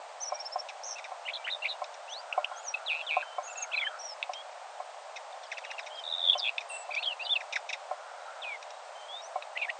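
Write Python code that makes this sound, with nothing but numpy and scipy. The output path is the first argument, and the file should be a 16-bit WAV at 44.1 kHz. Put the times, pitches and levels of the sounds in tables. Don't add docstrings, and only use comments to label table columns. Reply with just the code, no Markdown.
import sys
import numpy as np
from scipy import signal
from scipy.fft import rfft, irfft
from scipy.io import wavfile
from scipy.ndimage import uniform_filter1d

SR = 44100
rng = np.random.default_rng(int(sys.argv[2]) if len(sys.argv) > 2 else 0)


def field_ratio(decibels):
    return 10 ** (np.asarray(decibels, dtype=float) / 20)


def int16_out(signal):
    q = np.round(np.clip(np.atleast_2d(signal).T, -1, 1) * 32767)
    wavfile.write(sys.argv[1], SR, q.astype(np.int16))


N = 431738


def rms_one(x):
    return x / np.sqrt(np.mean(x ** 2) + 1e-20)


def add(out, s, x):
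    i = int(s * SR)
    out[i:i + len(x)] += x[:N - i]


def resonate(x, hz, width_hz):
    r = np.exp(-np.pi * width_hz / SR)
    zeros = np.array([1, 0, -1]) * (1 - r * r) / 2
    poles = [1, -2 * r * np.cos(2 * np.pi * hz / SR), r * r]
    return signal.lfilter(zeros, poles, x)


def drift(rate_hz, size):
    r = np.exp(-2 * np.pi * rate_hz / SR)
    settled = signal.lfilter([1], [1, -2 * r, r * r], rng.standard_normal(size + 4000))[4000:]
    return rms_one(settled)


def shaped(shape, s, length, first_hz, second_hz, db):
    return [(s + a * length, first_hz + b * (second_hz - first_hz), db + c) for a, b, c in shape]


def note(rows, throb=0, depth=0, swing_hz=0, edge=0.0024, waver_hz=30, upper_db=-17, sharp=1, sets_in=.002):
    s, hz, db = np.transpose(rows)
    t = np.arange(s[0], s[-1], 1 / SR)
    glide = uniform_filter1d(np.interp(t, s, hz), size=110, mode="nearest")
    beat = 2 * np.pi * throb * (t - s[0]) + 0.34 * drift(39, size=len(t))
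    buzz = np.clip((t - s[0]) / sets_in, 0, 1) ** 2
    pitch = glide + buzz * swing_hz * np.sin(beat) + waver_hz * drift(88, size=len(t))
    waver_db = 1.8 + depth
    level = field_ratio(np.interp(t, s, db) + waver_db * drift(110, size=len(t)))
    level = level * (1 - np.clip(depth * buzz, 0, 1) * np.cos(beat)) ** sharp
    fade = np.clip(np.minimum(t - s[0], s[-1] - t) / edge, 0, 1)
    phase = 2 * np.pi * np.cumsum(pitch) / SR
    lowness = np.clip((3000 - glide) / 300, 0, 1)
    upper = field_ratio(upper_db) * lowness * np.sin(1.45 * phase + 2.8 * drift(120, size=len(t)))
    return np.sqrt(2) * level * fade * (np.sin(phase) + upper)


# share of the length, share of the way from first to second pitch,
# level offset in dB.
SLIDE = [(0, 0, -6), (.5, .5, 0), (1, 1, -6)]
SCOOP = [(0, 1.2, -8), (.22, 0.071, -0.5), (1, 1, -1)]
ARCH = [(0, 0, -10.5), (.3, .7, -6.5), (.5, 0.93, -5.5), (.7, .7, -1), (1, 0.11, -8)]
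SWOOP = [(0, 0.053, -22.5), (.62, 1, 4.5), (1, .95, -14)]
FLICK = [(0, 0.032, -16), (.73, 0.23, -1), (1, 1, 2.5)]
# start in seconds, length in seconds, first pitch in Hz,
# second pitch in Hz, level in dB.
SLIDES = [(0.956, 0.025, 2564, 2740, -44), (2.077, 0.13, 2510, 4940, -42.5),
          (2.56, 0.045, 6000, 7030, -47.5), (2.739, 0.015, 2633, 2630, -28.5),
          (2.768, 0.016, 2700, 2580, -42.5), (3, 0.057, 3520, 3020, -50), (3.223, 0.014, 1820, 1300, -37.5),
          (3.623, 0.033, 2604, 2050, -46), (3.715, 0.023, 2500, 3700, -38), (3.796, 0.025, 3510, 3280, -33),
          (3.843, 0.046, 2990, 3230, -34), (3.866, 0.014, 1775, 1580, -29.5),
          (4.058, 0.083, 5850, 5000, -43), (4.338, 0.08, 3100, 3345, -44), (6.325, 0.021, 3300, 2520, -35),
          (6.345, 0.038, 3040, 3140, -42), (6.687, 0.074, 8820, 7500, -45), (6.768, 0.072, 8000, 7760, -48),
          (6.936, 0.019, 2130, 2750, -34.5), (6.962, 0.037, 2236, 2750, -28.5),
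          (7.021, 0.021, 2180, 3700, -38), (7.053, 0.015, 3700, 5100, -44), (7.088, 0.047, 3100, 2664, -35),
          (7.194, 0.042, 2440, 2830, -35), (7.257, 0.045, 2900, 3060, -39.5),
          (7.354, 0.021, 2940, 2410, -26.5), (8.417, 0.033, 3900, 2700, -39),
          (8.433, 0.13, 2620, 2090, -37.5), (9.082, 0.13, 3240, 3810, -42.5),
          (9.219, 0.056, 5370, 6300, -50), (9.585, 0.027, 2780, 2330, -38.5),
          (9.613, 0.029, 2570, 2240, -29), (9.616, 0.025, 2810, 2700, -34.5),
          (9.643, 0.013, 2640, 2070, -33)]
SCOOPS = [(3.732, .024, 2695, 2294, -28.5), (3.773, 0.022, 2700, 2265, -27),
          (3.813, 0.0286, 2330, 1970, -31)]
ARCHES = [(0.202, 0.049, 5360, 6330, -33), (0.253, 0.045, 5210, 5980, -34),
          (2.093, 0.05, 5420, 6350, -44.5), (3.429, 0.062, 6040, 6900, -43.5),
          (3.478, 0.066, 6330, 7470, -46), (3.758, 0.019, 3950, 4090, -32),
          (3.987, 0.037, 5170, 6000, -39.5), (4.021, 0.052, 5350, 5900, -38.5),
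          (5.901, 0.12, 2970, 3300, -42.5), (6.715, 0.074, 7530, 8230, -45),
          (6.904, 0.0257, 2113, 2670, -34), (7.056, 0.035, 3000, 3385, -26),
          (6.98, 0.073, 3850, 4450, -43.5), (7.213, 0.053, 4426, 4870, -45.5),
          (7.292, 0.049, 3210, 3680, -21.5)]
SWOOPS = [(2.627, 0.1, 7400, 5660, -38.5), (3.547, 0.061, 8100, 6500, -42.5),
          (3.6, 0.05, 8250, 6360, -35.5)]
FLICKS = [(9.552, .028, 1727, 3210, -30.5), (9.68, 0.025, 1615, 3050, -31)]


def whistles():
    out = np.zeros(N)
    groups = (SLIDE, SLIDES), (SCOOP, SCOOPS), (ARCH, ARCHES), (SWOOP, SWOOPS), (FLICK, FLICKS)
    for shape, table in groups:
        for row in table:
            add(out, row[0], note(shaped(shape, *row)))
    return out


# time in seconds before stretching,
# share from dip to lead pitch, level offset in dB.
ZIGZAG = [(0, 0.65, -7.5), (.024, 1, -6), (.031, -.1, -3.5), (.041, 0.55, 4), (.044, 1.0, -11),
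          (.048, .1, 4.5), (.07, 1.7, -23)]
# start in seconds, dip pitch in Hz, lead pitch in Hz, level in dB.
ZIGZAGS = [(1.252, 2000, 3100, -35.5), (1.442, 1537, 3250, -34), (1.62, 2105, 2900, -30.5)]


def zigzags():
    out = np.zeros(N)
    for s, dip_hz, lead_hz, db in ZIGZAGS:
        add(out, s, note(shaped(ZIGZAG, s, 0.94, dip_hz, lead_hz, db)))
    return out


# share of the length, share of the top pitch, level offset in dB.
BURR = [(0, .88, -5.5), (.22, 1, -1.5), (.7, 0.93, 1), (1, 0.92, -5)]
# start in seconds, length in seconds, top of the glide in Hz, level in dB,
# throbs per second, pitch swing in Hz.
BURRS = [(0.833, .12, 6240, -40, 110, -420), (1.331, 0.045, 3900, -37, 62, -400),
         (1.5, 0.06, 3954, -35.5, 94, 99), (1.68, 0.053, 4045, -36, 230, 177),
         (7.027, 0.025, 3780, -33, 140, 200), (7.249, 0.027, 4050, -37.5, 130, 253)]


def burrs():
    out = np.zeros(N)
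    for s, length, hz, db, throb, swing_hz in BURRS:
        add(out, s, note(shaped(BURR, s, length, 0, hz, db), throb, depth=0.42, swing_hz=swing_hz))
    return out


# share of the length,
# share of the way from first to second pitch, level offset in dB.
HOOK = [(0, 0.0048, -8), (.31, 0.99, 0), (.66, 0.9, -9), (1, .86, -10.5)]
# start in seconds, length in seconds, first pitch in Hz, second pitch in Hz,
# level in dB, throbs per second.
RATTLES = [(2.86, .162, 4200, 2430, -32, 160), (3.065, .16, 3810, 2356, -31.5, 160)]


def rattles():
    out = np.zeros(N)
    for *row, throb in RATTLES:
        rows = shaped(HOOK, *row)
        add(out, row[0], note(rows, throb, depth=0.72, swing_hz=70, sets_in=0.056, sharp=1.37))
    return out


# start in seconds, length in seconds, first pitch in Hz, second pitch in Hz,
# level in dB, throbs per second.
TRILLS = [(6.035, 0.13, 3700, 3700, -41, 81.5), (6.166, 0.18, 3700, 3477, -32, 86.2),
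          (6.377, 0.032, 6050, 4540, -42, 192), (6.384, 0.097, 3840, 3364, -40, 114),
          (6.442, 0.06, 2674, 2540, -37.5, 124.4)]


def trills():
    out = np.zeros(N)
    for s, length, first_hz, second_hz, db, throb in TRILLS:
        swell_db = 75 * length
        rows = [(s, first_hz, db - swell_db),
                (s + .75 * length, second_hz, db),
                (s + length, second_hz, db - 3.5)]
        add(out, s, note(rows, throb, depth=0.96, swing_hz=89, waver_hz=60, sharp=2.12))
    return out


# time in seconds before stretching, share of the top pitch, level offset in dB.
TSIP = [(0, .87, -15), (.02, 1, 3.5), (.032, .99, 4.5), (.04, .98, -13)]
# start in seconds, top pitch in Hz, level in dB.
TSIPS = [(0.331, 5690, -44), (0.388, 5540, -40), (0.445, 5410, -40), (0.513, 5400, -42),
         (0.578, 5550, -42.5)]


def tsips():
    out = np.zeros(N)
    for s, hz, db in TSIPS:
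        add(out, s, note(shaped(TSIP, s, 0.85, 0, hz, db)))
    return out


# frequency in Hz, width in Hz of each of two cascaded filters, gain in dB.
THROAT = [(2500, 314, 6), (3700, 410, 2.5), (5540, 1030, -2.5)]


def rasp(size, per_s=3000):
    pulses = rng.standard_normal(size) * (rng.random(size) < per_s / SR)
    return rms_one(sum(field_ratio(g) * resonate(resonate(pulses, hz, w), hz, w) for hz, w, g in THROAT))


def short_calls(rows, start_hz, end_hz, length, rise, lag, rasp_db, rough):
    out, t = np.zeros(N), np.arange(2600) / SR
    attack = np.clip(t / rise, 0, 1)
    dying = np.exp(-((t - lag) / length) ** 2)
    lingering = np.exp(-(0.47 * t / length) ** 2)
    for s, db in rows:
        slide = np.interp(t, [0, lag + 1.21 * length], [start_hz, end_hz])
        pitch = rng.uniform(0.9, 1.04) * slide
        tone = np.sin(2 * np.pi * np.cumsum(pitch) / SR + rough * drift(170, size=len(t)))
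        add(out, s - rise, field_ratio(db) * attack * (dying * tone + field_ratio(rasp_db) * lingering * rasp(size=len(t))))
    return out


# time in seconds, level in dB.
CHACKS = [(0.688, -37.5), (0.9828, -38.5), (1.043, -40), (5.1612, -38), (5.8637, -40.5), (6.6068, -41),
          (7.526, -31), (7.6919, -32.5), (7.7287, -31)]


def chacks():
    return short_calls(CHACKS, start_hz=2900, end_hz=2000, length=0.00864, rise=0.0025, lag=0.0111,
                       rasp_db=-3.5, rough=0.87)


# time in seconds, level in dB.
CHIRPS = [(5.5169, -31), (7.4061, -36.5), (7.5574, -24)]


def chirps():
    return short_calls(CHIRPS, start_hz=2700, end_hz=1390, length=0.009, rise=0.0021, lag=0.0069,
                       rasp_db=-10.5, rough=0.44)


# time in seconds, level in dB.
DOUBLE_CHIRPS = [(5.581, -34.5), (5.649, -37), (5.713, -32.5), (5.791, -32.5)]


def double_chirps():
    out = short_calls(DOUBLE_CHIRPS, start_hz=3000, end_hz=1450, length=0.0051, rise=.002, lag=.004,
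                      rasp_db=-7, rough=0.35)
    for s, db in DOUBLE_CHIRPS:
        add(out, s - .011, note([(0, 2410, db - 8), (.008, 2820, db - 3.5)], edge=0.002))
    return out


# time in seconds, level in dB.
PINKS = [(2.3284, -18.5), (2.4467, -16.5)]


def pinks():
    return short_calls(PINKS, start_hz=2330, end_hz=3100, length=0.0023, rise=0.0034, lag=0.0019,
                       rasp_db=-27.0, rough=0.35)


def ticks(rows, top_hz, decay):
    out, t = np.zeros(N), np.arange(600) / SR
    envelope = np.clip(t / 0.0013, 0, 1) * np.exp(-t / decay)
    for s, db in rows:
        add(out, s, field_ratio(db) * envelope * rasp(size=len(t), per_s=12000))
    return signal.sosfilt(signal.butter(8, top_hz, fs=SR, output="sos"), out + 1e-18)


# time in seconds, level in dB.
TICKS = [(1.8412, -32.5), (1.9403, -35.5), (4.334, -28.5), (6.949, -30.5), (8.626, -33.5), (8.704, -38)]
DULL_TICKS = [(4.2264, -17.5), (6.58, -12.5), (9.4225, -26)]


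def bill_snaps():
    return ticks(TICKS, top_hz=9500, decay=0.0034) + ticks(DULL_TICKS, top_hz=4050, decay=0.0024)


# frequency in Hz, mean level in dB, 60 dB decay time in seconds.
WOOD = [(597.2, -6, 0.12), (739.7, 6, 0.048), (1051, -2.5, 0.066), (1320, -15.5, 0.068),
        (2240, -24.5, 0.099)]
# time in seconds, level in dB before a common 2 dB cut.
KNOCKS = [(0.32, -21), (0.557, -22.5), (1.117, -29.5), (1.817, -22.5), (2.377, -16.5), (2.514, -29.5),
          (3.167, -17.5), (3.382, -20), (4.293, -27), (4.8, -27.5), (6.352, -22.5), (6.89, -31),
          (7.911, -22), (9.357, -21)]


def knocks():
    out, t = np.zeros(N), np.arange(6000) / SR
    for s, db in KNOCKS:
        ring = np.zeros(len(t))
        for hz, g, t60 in WOOD:
            ring += field_ratio(g + rng.normal(0, 1.5) - 60 * t / t60) * np.sin(2 * np.pi * hz * t)
        add(out, s - .001, field_ratio(db - 2.0) * ring * np.clip(t / 0.0042, 0, 1))
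    return out


# start in seconds, length in seconds, pitch in Hz, level in dB.
FAINT_NOTES = [(0.302, 0.11, 2356, -56.5), (1.368, 0.071, 2340, -54), (1.705, 0.053, 2871, -56),
               (2.53, 0.095, 3290, -59), (3.22, 0.16, 3100, -55), (3.477, 0.041, 2660, -46.5),
               (3.555, 0.089, 2663, -46), (5.66, 0.095, 2830, -53), (6.698, 0.076, 2705, -42.5),
               (6.777, 0.11, 2700, -56.5), (6.927, 0.048, 4700, -52), (8.196, 0.097, 3915, -65),
               (8.691, 0.088, 3830, -65), (8.948, 0.12, 3140, -57), (8.95, 0.13, 6260, -68)]
# start in seconds, end in seconds, level in dB.
CHATTER = (5.3, 6.12, -53.5)


def faint_birds(count=22):
    out = np.zeros(N)
    for s, length, hz, db in FAINT_NOTES:
        add(out, s, note([(s, hz, db), (s + length, .99 * hz, db)], edge=0.0029))
    start, end, db = CHATTER
    for when, high in rng.random((count, 2)):
        s, hz = start + when * (end - start), 2600 * 2 ** high
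        add(out, s, note([(s, 1.18 * hz, db), (s + 0.013, hz, db)]))
    return out


# start in seconds, end in seconds, level in dB before the waver.
FAR_HOARSE = [(2.19, 4.008, -53.5), (7.902, 8.535, -53)]


def far_hoarse(hz=1370, width_hz=260):
    t = np.arange(N) / SR
    gate = sum(field_ratio(db) * np.clip(np.minimum(t - a, b - t) / 0.027, 0, 1) for a, b, db in FAR_HOARSE)
    band = resonate(resonate(rng.standard_normal(N), hz, width_hz), hz, width_hz)
    return gate * field_ratio(3.2 * drift(6.9, size=N)) * rms_one(band)


def trees(x, t60=0.085, first=0.004):
    t = np.arange(SR // 2) / SR
    decay = field_ratio(-60 * t / t60 + 4.5 * drift(54, size=len(t)))
    tail = rng.standard_normal(len(t)) * decay * (t > first)
    return signal.fftconvolve(x, tail / np.linalg.norm(tail))[:N]


# frequency in Hz, relative level in dB per Hz.
HISS = [(230, -56), (340, -33), (590, -2), (730, 0.5), (1100, -8.5), (2000, -17.5), (4500, -24),
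        (9000, -28.5)]
HISS_DB = -45.0


def hiss():
    hz, (at_hz, db) = np.arange(N // 2 + 1) * SR / N, np.transpose(HISS)
    colour = field_ratio(np.interp(np.log(hz + 1), np.log(at_hz), db))
    return field_ratio(HISS_DB) * rms_one(irfft(rfft(rng.standard_normal(N)) * colour, N))


def scene():
    songs = whistles() + zigzags() + burrs() + rattles() + trills() + tsips()
    brief = chacks() + chirps() + double_chirps() + pinks() + bill_snaps()
    calls = songs + brief + faint_birds()
    scatter = field_ratio(-11) * trees(calls)
    return (calls + scatter + knocks() + far_hoarse() + hiss())[None]


def roll_off(x):
    return signal.sosfilt(signal.butter(12, 9140, fs=SR, output="sos"), x)


def record(dry):
    x = signal.sosfilt(signal.butter(4, 330, "high", fs=SR, output="sos"), dry)
    x = x + field_ratio(-85.0) * rng.standard_normal(x.shape)
    x = signal.sosfilt(signal.ellip(12, .5, 44, 8950, fs=SR, output="sos"), x)
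    return roll_off(x)


dry = scene()
out = record(dry)
int16_out(out)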